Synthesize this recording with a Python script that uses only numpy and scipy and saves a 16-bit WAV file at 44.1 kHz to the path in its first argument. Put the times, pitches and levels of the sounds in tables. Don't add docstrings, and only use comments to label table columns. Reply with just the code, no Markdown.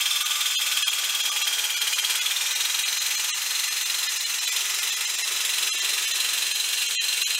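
import sys
import numpy as np
from scipy import signal
from scipy.fft import rfft, irfft
from scipy.io import wavfile
from scipy.ndimage import uniform_filter1d

SR = 44100
rng = np.random.default_rng(int(sys.argv[2]) if len(sys.argv) > 2 else 0)


def dump_mix(stems):
    frames = np.atleast_2d(stems).T
    limited = np.clip(frames, -1, 1)
    pcm = np.round(limited * 32767).astype(np.int16)
    wavfile.write(sys.argv[1], SR, pcm)


def elevation(decibels):
    levels = np.asarray(decibels, float)
    return 10 ** (levels / 20)


N = 325892

# pitch_hz, width_hz, lift_db
RING_1 = [(1190, 92, 11), (1470, 55, 6), (2220, 31, 5), (2390, 140, 2), (2660, 116, 5), (2920, 43, 2),
          (3240, 103, 10), (3540, 55, 10), (4130, 128, 3), (4470, 140, 5), (4930, 67, 4), (5110, 140, 6),
          (5960, 42, 4), (6210, 140, 5), (6670, 50, 3), (6900, 76, 5), (7170, 49, 4), (7420, 84, 4),
          (8420, 55, 5), (9220, 120, 5), (11270, 62, 5), (11710, 97, 6), (13600, 67, 6), (14270, 64, 5)]
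RING_2 = [(430, 78, 9), (860, 48, 6), (1460, 73, 6), (1630, 56, 4), (2400, 117, 8), (2930, 73, 4),
          (3230, 140, 9), (3370, 28, 6), (3620, 31, 3), (4120, 140, 4), (4430, 61, 5), (4640, 40, 4),
          (4860, 63, 5), (5080, 113, 5), (5760, 82, 4), (5960, 79, 7), (6420, 69, 5), (6890, 48, 5),
          (7210, 61, 5), (8370, 78, 7), (8880, 140, 5), (10610, 72, 5), (11320, 67, 5), (14000, 137, 6)]
RING_3 = [(970, 121, 6), (1210, 87, 6), (1740, 42, 6), (2000, 110, 6), (2770, 56, 6), (3100, 108, 3),
          (3560, 71, 7), (3780, 50, 4), (4140, 140, 11), (4650, 56, 3), (5090, 86, 8), (6150, 127, 8),
          (6340, 51, 3), (6630, 43, 4), (6760, 54, 6), (7090, 105, 7), (7570, 70, 4), (8100, 57, 4),
          (8400, 88, 8), (8950, 140, 5), (10030, 75, 5), (10230, 65, 5), (11290, 108, 6), (13450, 95, 5)]
RING_4 = [(430, 107, 9), (1060, 50, 4), (1270, 33, 6), (1410, 54, 4), (1770, 34, 4), (1960, 93, 8),
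          (2410, 140, 3), (2670, 107, 6), (3100, 70, 4), (3380, 43, 3), (3560, 83, 6), (3990, 140, 10),
          (5090, 108, 10), (5560, 57, 5), (6100, 132, 6), (6750, 59, 4), (7070, 140, 5), (7520, 128, 5),
          (8470, 132, 6), (8980, 113, 5), (9490, 114, 6), (10810, 64, 5), (11040, 115, 6), (12410, 54, 5)]
RING_5 = [(430, 96, 8), (1420, 45, 1), (1760, 86, 4), (1950, 73, 2), (2510, 36, 4), (2760, 45, 8),
          (3110, 46, 8), (3220, 61, 9), (3560, 84, 5), (3820, 37, 4), (4020, 140, 11), (4150, 27, 9),
          (5030, 135, 6), (5620, 52, 5), (6040, 140, 5), (6600, 52, 3), (6830, 140, 5), (7570, 78, 6),
          (8030, 39, 4), (8400, 135, 7), (9070, 140, 6), (9350, 99, 7), (11080, 61, 5), (11240, 140, 6)]
STAGE_MIDDLES = [0.649, 1.701, 3.401, 5.151, 6.5]
# pitch_hz, level_db
CHIP_COLOUR = [(300, -33.5), (600, -21), (1200, -15), (1900, -8.5), (2500, -1), (3650, 0), (4150, -3),
               (4500, -9.5), (5500, -11.5), (7000, -12), (9000, -7.5), (13500, -11), (16000, -16.5)]
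# pitch_hz, level_db
HISS_COLOUR = [(12, -60), (20, -38), (255, -33.5), (420, -25.5), (800, -16.5), (1900, -7), (2700, -2.5),
               (3900, -6.5), (4700, -8.5), (6200, -3.5), (7500, -5), (10000, -14), (14000, -13.5),
               (16000, -22.5)]
# pitch_hz, level_db
RUB_COLOUR = [(500, -19.5), (900, -3.5), (1250, -2), (1700, -6.5), (2600, -25)]
# pitch_hz, level_db
DRONE_COLOUR = [(200, -44), (300, -6.5), (370, -3), (480, -9.5), (700, -2), (1000, -20)]
# time_s, strokes_per_s
MOTOR_SPEED = [(0, 19.94), (0.45, 20.0), (0.75, 18.59), (1.3, 18.51), (1.7, 17.35), (2.0, 17.52),
               (2.55, 21.09), (2.9, 22.0), (3.2, 22.45), (3.6, 23.02), (4.4, 22.44), (5.0, 22.5),
               (5.5, 22.76), (6, 22.58), (7.39, 22.75)]
# time_s, sheet_looseness_db, cutting_level_db,
# tooth_squareness_db
HAND_ON_WORK = [(0.0, -1, 2.5, 4), (.55, -0.5, 2.5, 2), (.9, -1, -.5, -1.5), (1.3, 2, -0.5, 0.5),
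                (1.9, 0, 0.5, 2), (2.35, 0, -1.5, 5.5), (2.75, -0.5, -0.5, 5.5), (3.3, -2, 0.5, 1),
                (4.3, -4.5, -2, 1.5), (4.55, -0.5, 0, -0.5), (5.4, 2, 0, -3.5), (6.2, 2.5, 0, -2.5),
                (6.6, -1.5, 1.5, 3.5), (7.39, -2, 2.5, 1)]
# start_s, frames_in_a_row
BARE_MOMENTS = [(0.242, 1), (0.562, 2), (0.839, 2), (0.903, 1), (1.223, 1), (1.309, 1), (1.437, 1),
                (1.757, 1), (1.799, 1), (1.949, 1), (2.013, 1), (2.205, 1), (2.546, 1), (2.845, 1),
                (2.994, 1), (3.165, 1), (3.314, 2), (3.698, 1), (3.847, 1), (4.082, 1), (4.189, 1),
                (4.253, 1), (4.402, 1), (4.466, 1), (4.509, 1), (4.807, 1), (4.914, 1), (4.957, 1),
                (5.063, 1), (5.17, 1), (5.234, 1), (5.703, 2), (5.767, 1), (5.81, 1), (6.066, 1), (6.13, 1),
             (6.535, 1), (6.877, 1), (6.962, 3), (7.239, 2), (7.367, 1)]
BARE_TONES = (9, 19)

FIRST_STROKE, FREE_SPEED = -.29, 22.6
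TEETH_PER_STROKE = 179
WHISTLE = 1.53
# (dB, dB per stroke per s)
BITE_DB, HISS_DB, RUB_DB, DRONE_DB = (-30.5, 0.31), (-27.5, -0.045), (-44, 0.36), (-56, -0.66)
TONE_DB, WHISTLE_DB, SHAKE_DB = (-36.5, 0.85), (-5, -1.45), (-72.5, -2)


def evened(x):
    return x / np.sqrt(np.mean(x ** 2) + 1e-20)


def curves(rows):
    s, *columns = np.transpose(rows)
    return [np.interp(np.arange(N) / SR, s, c) for c in columns]


def level(rule, speed):
    free_db, load_db = rule
    return elevation(free_db + load_db * (FREE_SPEED - speed))


def colour(x, points):
    f, db = np.transpose(points)
    hz = np.fft.rfftfreq(len(x), 1 / SR)
    gain_db = np.interp(np.log(hz + 1), np.log(f), db, left=-70, right=-70)
    return irfft(rfft(x) * elevation(gain_db), len(x))


def resonate(x, hz, width):
    turn = np.exp(2j * np.pi * np.cumsum(hz) / SR)
    r = np.exp(-np.pi * width / SR)
    return 2 * (turn * signal.lfilter([1 - r], [1, -r], x / turn)).real


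def pulse(turns, start, rise, fall, spread_db):
    lap = turns - start + 2
    u = lap % 1
    strength = elevation(spread_db * rng.standard_normal(200))[lap.astype(int)]
    return strength * (1 - np.exp(-(u / rise) ** 2)) * np.exp(-u / fall)


def chips(turns, speed):
    clicks = (rng.random(N) < 14000 / SR) * rng.standard_normal(N)
    burst = .18 + evened(pulse(turns, start=.76, rise=.14, fall=.15, spread_db=1.2))
    torn = colour(evened(clicks) * burst, CHIP_COLOUR)
    return elevation(-3.5) * level(BITE_DB, speed) * evened(torn)


def cutting_hiss(turns, speed):
    swell = 4.0 + evened(pulse(turns, start=.8, rise=.16, fall=.3, spread_db=1.5))
    hiss = colour(rng.standard_normal(N) * swell, HISS_COLOUR)
    return elevation(-3) * level(HISS_DB, speed) * evened(hiss)


def teeth(turns, speed):
    top_hz = TEETH_PER_STROKE * speed
    uneven = 1 + .015 * evened(uniform_filter1d(rng.standard_normal(N), 200))

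    knock = .25 + evened(pulse(turns, start=.8, rise=.13, fall=.12, spread_db=1.3))
    whine = knock * np.sin(2 * np.pi * np.cumsum(top_hz * uneven) / SR)

    blade_speed = abs(np.cos(2 * np.pi * (turns - .96)))
    entry = evened(pulse(turns, start=.74, rise=.08, fall=.07, spread_db=1.0))
    sweep = entry * np.sin(2 * np.pi * np.cumsum(top_hz * blade_speed * uneven ** 3) / SR)

    whistle = resonate(rng.standard_normal(N), WHISTLE * top_hz, 72.0)
    tones = evened(whine) + elevation(-4.0) * evened(sweep)
    tones += elevation(2.0) * level(WHISTLE_DB, speed) * evened(whistle)
    return elevation(-2.5) * level(TONE_DB, speed) * tones


def sheet(drives, contrasts, sharpness, fine_db):
    hz, t, out = np.fft.rfftfreq(8192, 1 / SR), np.arange(N) / SR, 0
    for k, modes in enumerate([RING_1, RING_2, RING_3, RING_4, RING_5]):
        share = np.sqrt(np.interp(t, STAGE_MIDDLES, np.eye(len(STAGE_MIDDLES))[k]))
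        lift_db = sum(db / (1 + 2j * sharpness * (hz - f) / width) for f, width, db in modes)
        fine_hz = rng.uniform(500, 15000, (160, 1))
        sign = rng.choice([-1, 1], (160, 1))
        lift_db = lift_db + (fine_db * sign / (1 + 2j * (hz - fine_hz) / 45.)).sum(axis=0)
        for drive, contrast in zip(drives, contrasts):
            ring = irfft(10 ** (contrast * lift_db / 20))
            out = out + signal.oaconvolve(drive * share, ring)[:N]
    return out


def blade_rub(drag, speed):
    rub = colour(rng.standard_normal(N) * drag, RUB_COLOUR)
    return level(RUB_DB, speed) * evened(rub)


def bench_drone(drag, speed):
    drone = colour(rng.standard_normal(N) * drag, DRONE_COLOUR)
    return level(DRONE_DB, speed) * evened(drone)


def bench_shake(turns, speed):
    return elevation(-3.5) * level(SHAKE_DB, speed) * np.sin(4 * np.pi * turns)


def workshop(x):
    at = np.arange(150, SR // 3, 22)
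    taps = np.zeros(SR // 3 + 22)
    fade = elevation(-60 * at / SR / .25)
    taps[at + rng.integers(0, 22, len(at))] = rng.choice([-1., 1.], len(at)) * fade
    return signal.fftconvolve(x, taps / np.linalg.norm(taps))[:N]


def scene():
    (speed,) = curves(MOTOR_SPEED)
    loose_db, cutting_db, square_db = curves(HAND_ON_WORK)
    turns = FIRST_STROKE + np.cumsum(speed) / SR

    drive = chips(turns, speed) + cutting_hiss(turns, speed)
    drive *= elevation(cutting_db)
    drag = .6 + evened(pulse(turns, start=.48, rise=.094, fall=.45, spread_db=1.0))
    drive += elevation(loose_db - 5.5) * blade_rub(drag, speed)
    drive += elevation(.8 * loose_db + .8 * cutting_db - 4.5) * bench_drone(drag, speed)

    whine = elevation(square_db - 3.5) * teeth(turns, speed)
    saw = elevation(-3.5) * sheet([drive, whine], [1.3, .6], sharpness=.98, fine_db=2.0)
    saw += bench_shake(turns, speed)
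    return (saw + elevation(-8.5) * workshop(saw))[None]


def camera_rounding(x, step_db, wander_db, follow, fill, tone, spread=.86):
    hop, lead, top_bin, band_bins = 1024, 352, 672, 16
    u = np.pad(signal.resample_poly(x, 160, 147), (2 * hop - lead, 3 * hop))
    n, frames = np.arange(2 * hop), len(u) // hop - 1

    basis = np.cos(np.pi / hop * np.outer(n + .5 + hop / 2, np.arange(top_bin) + .5))
    basis *= np.sin(np.pi * (n[:, None] + .5) / (2 * hop))
    z = u[hop * np.arange(frames)[:, None] + n] @ basis

    strength = np.sqrt((z ** 2).reshape(frames, -1, band_bins).mean(axis=2))
    band = np.repeat(strength, band_bins, axis=1) + 1e-9
    band = np.minimum(band ** follow, 2 * band)
    step = band * elevation(step_db + wander_db * rng.standard_normal((frames, 1)))
    q = np.round(z / step)
    faint = fill * np.sign(rng.standard_normal(z.shape))
    rounded = step * np.where(q == 0, faint, q)

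    bare = []
    for s, run in BARE_MOMENTS:
        first = round((s * 48000 - lead) / hop) + 1
        bare += [first + j for j in range(run)]
    for k, kept in zip(bare, rng.integers(*BARE_TONES, len(bare))):
        weight = band[k] ** spread
        height = abs(z[k]) / weight
        edge = np.sort(height)[-int(kept)]
        rounded[k] = (height >= edge) * np.sign(z[k]) * tone * edge * weight

    parts = (rounded @ basis.T * 2 / hop).reshape(frames, 2, hop)
    y = (parts[1:, 0] + parts[:-1, 1]).ravel()[hop - lead:]
    return signal.resample_poly(y, 147, 160)[:N]


def top_cut(x):
    return signal.sosfilt(signal.butter(12, 16330, fs=SR, output="sos"), x)


def record(dry):
    heard = camera_rounding(dry[0], step_db=2.0, wander_db=2.0, follow=.75, fill=.25, tone=2.1)
    return top_cut(heard[None])


dry = scene()
out = record(dry)
dump_mix(out)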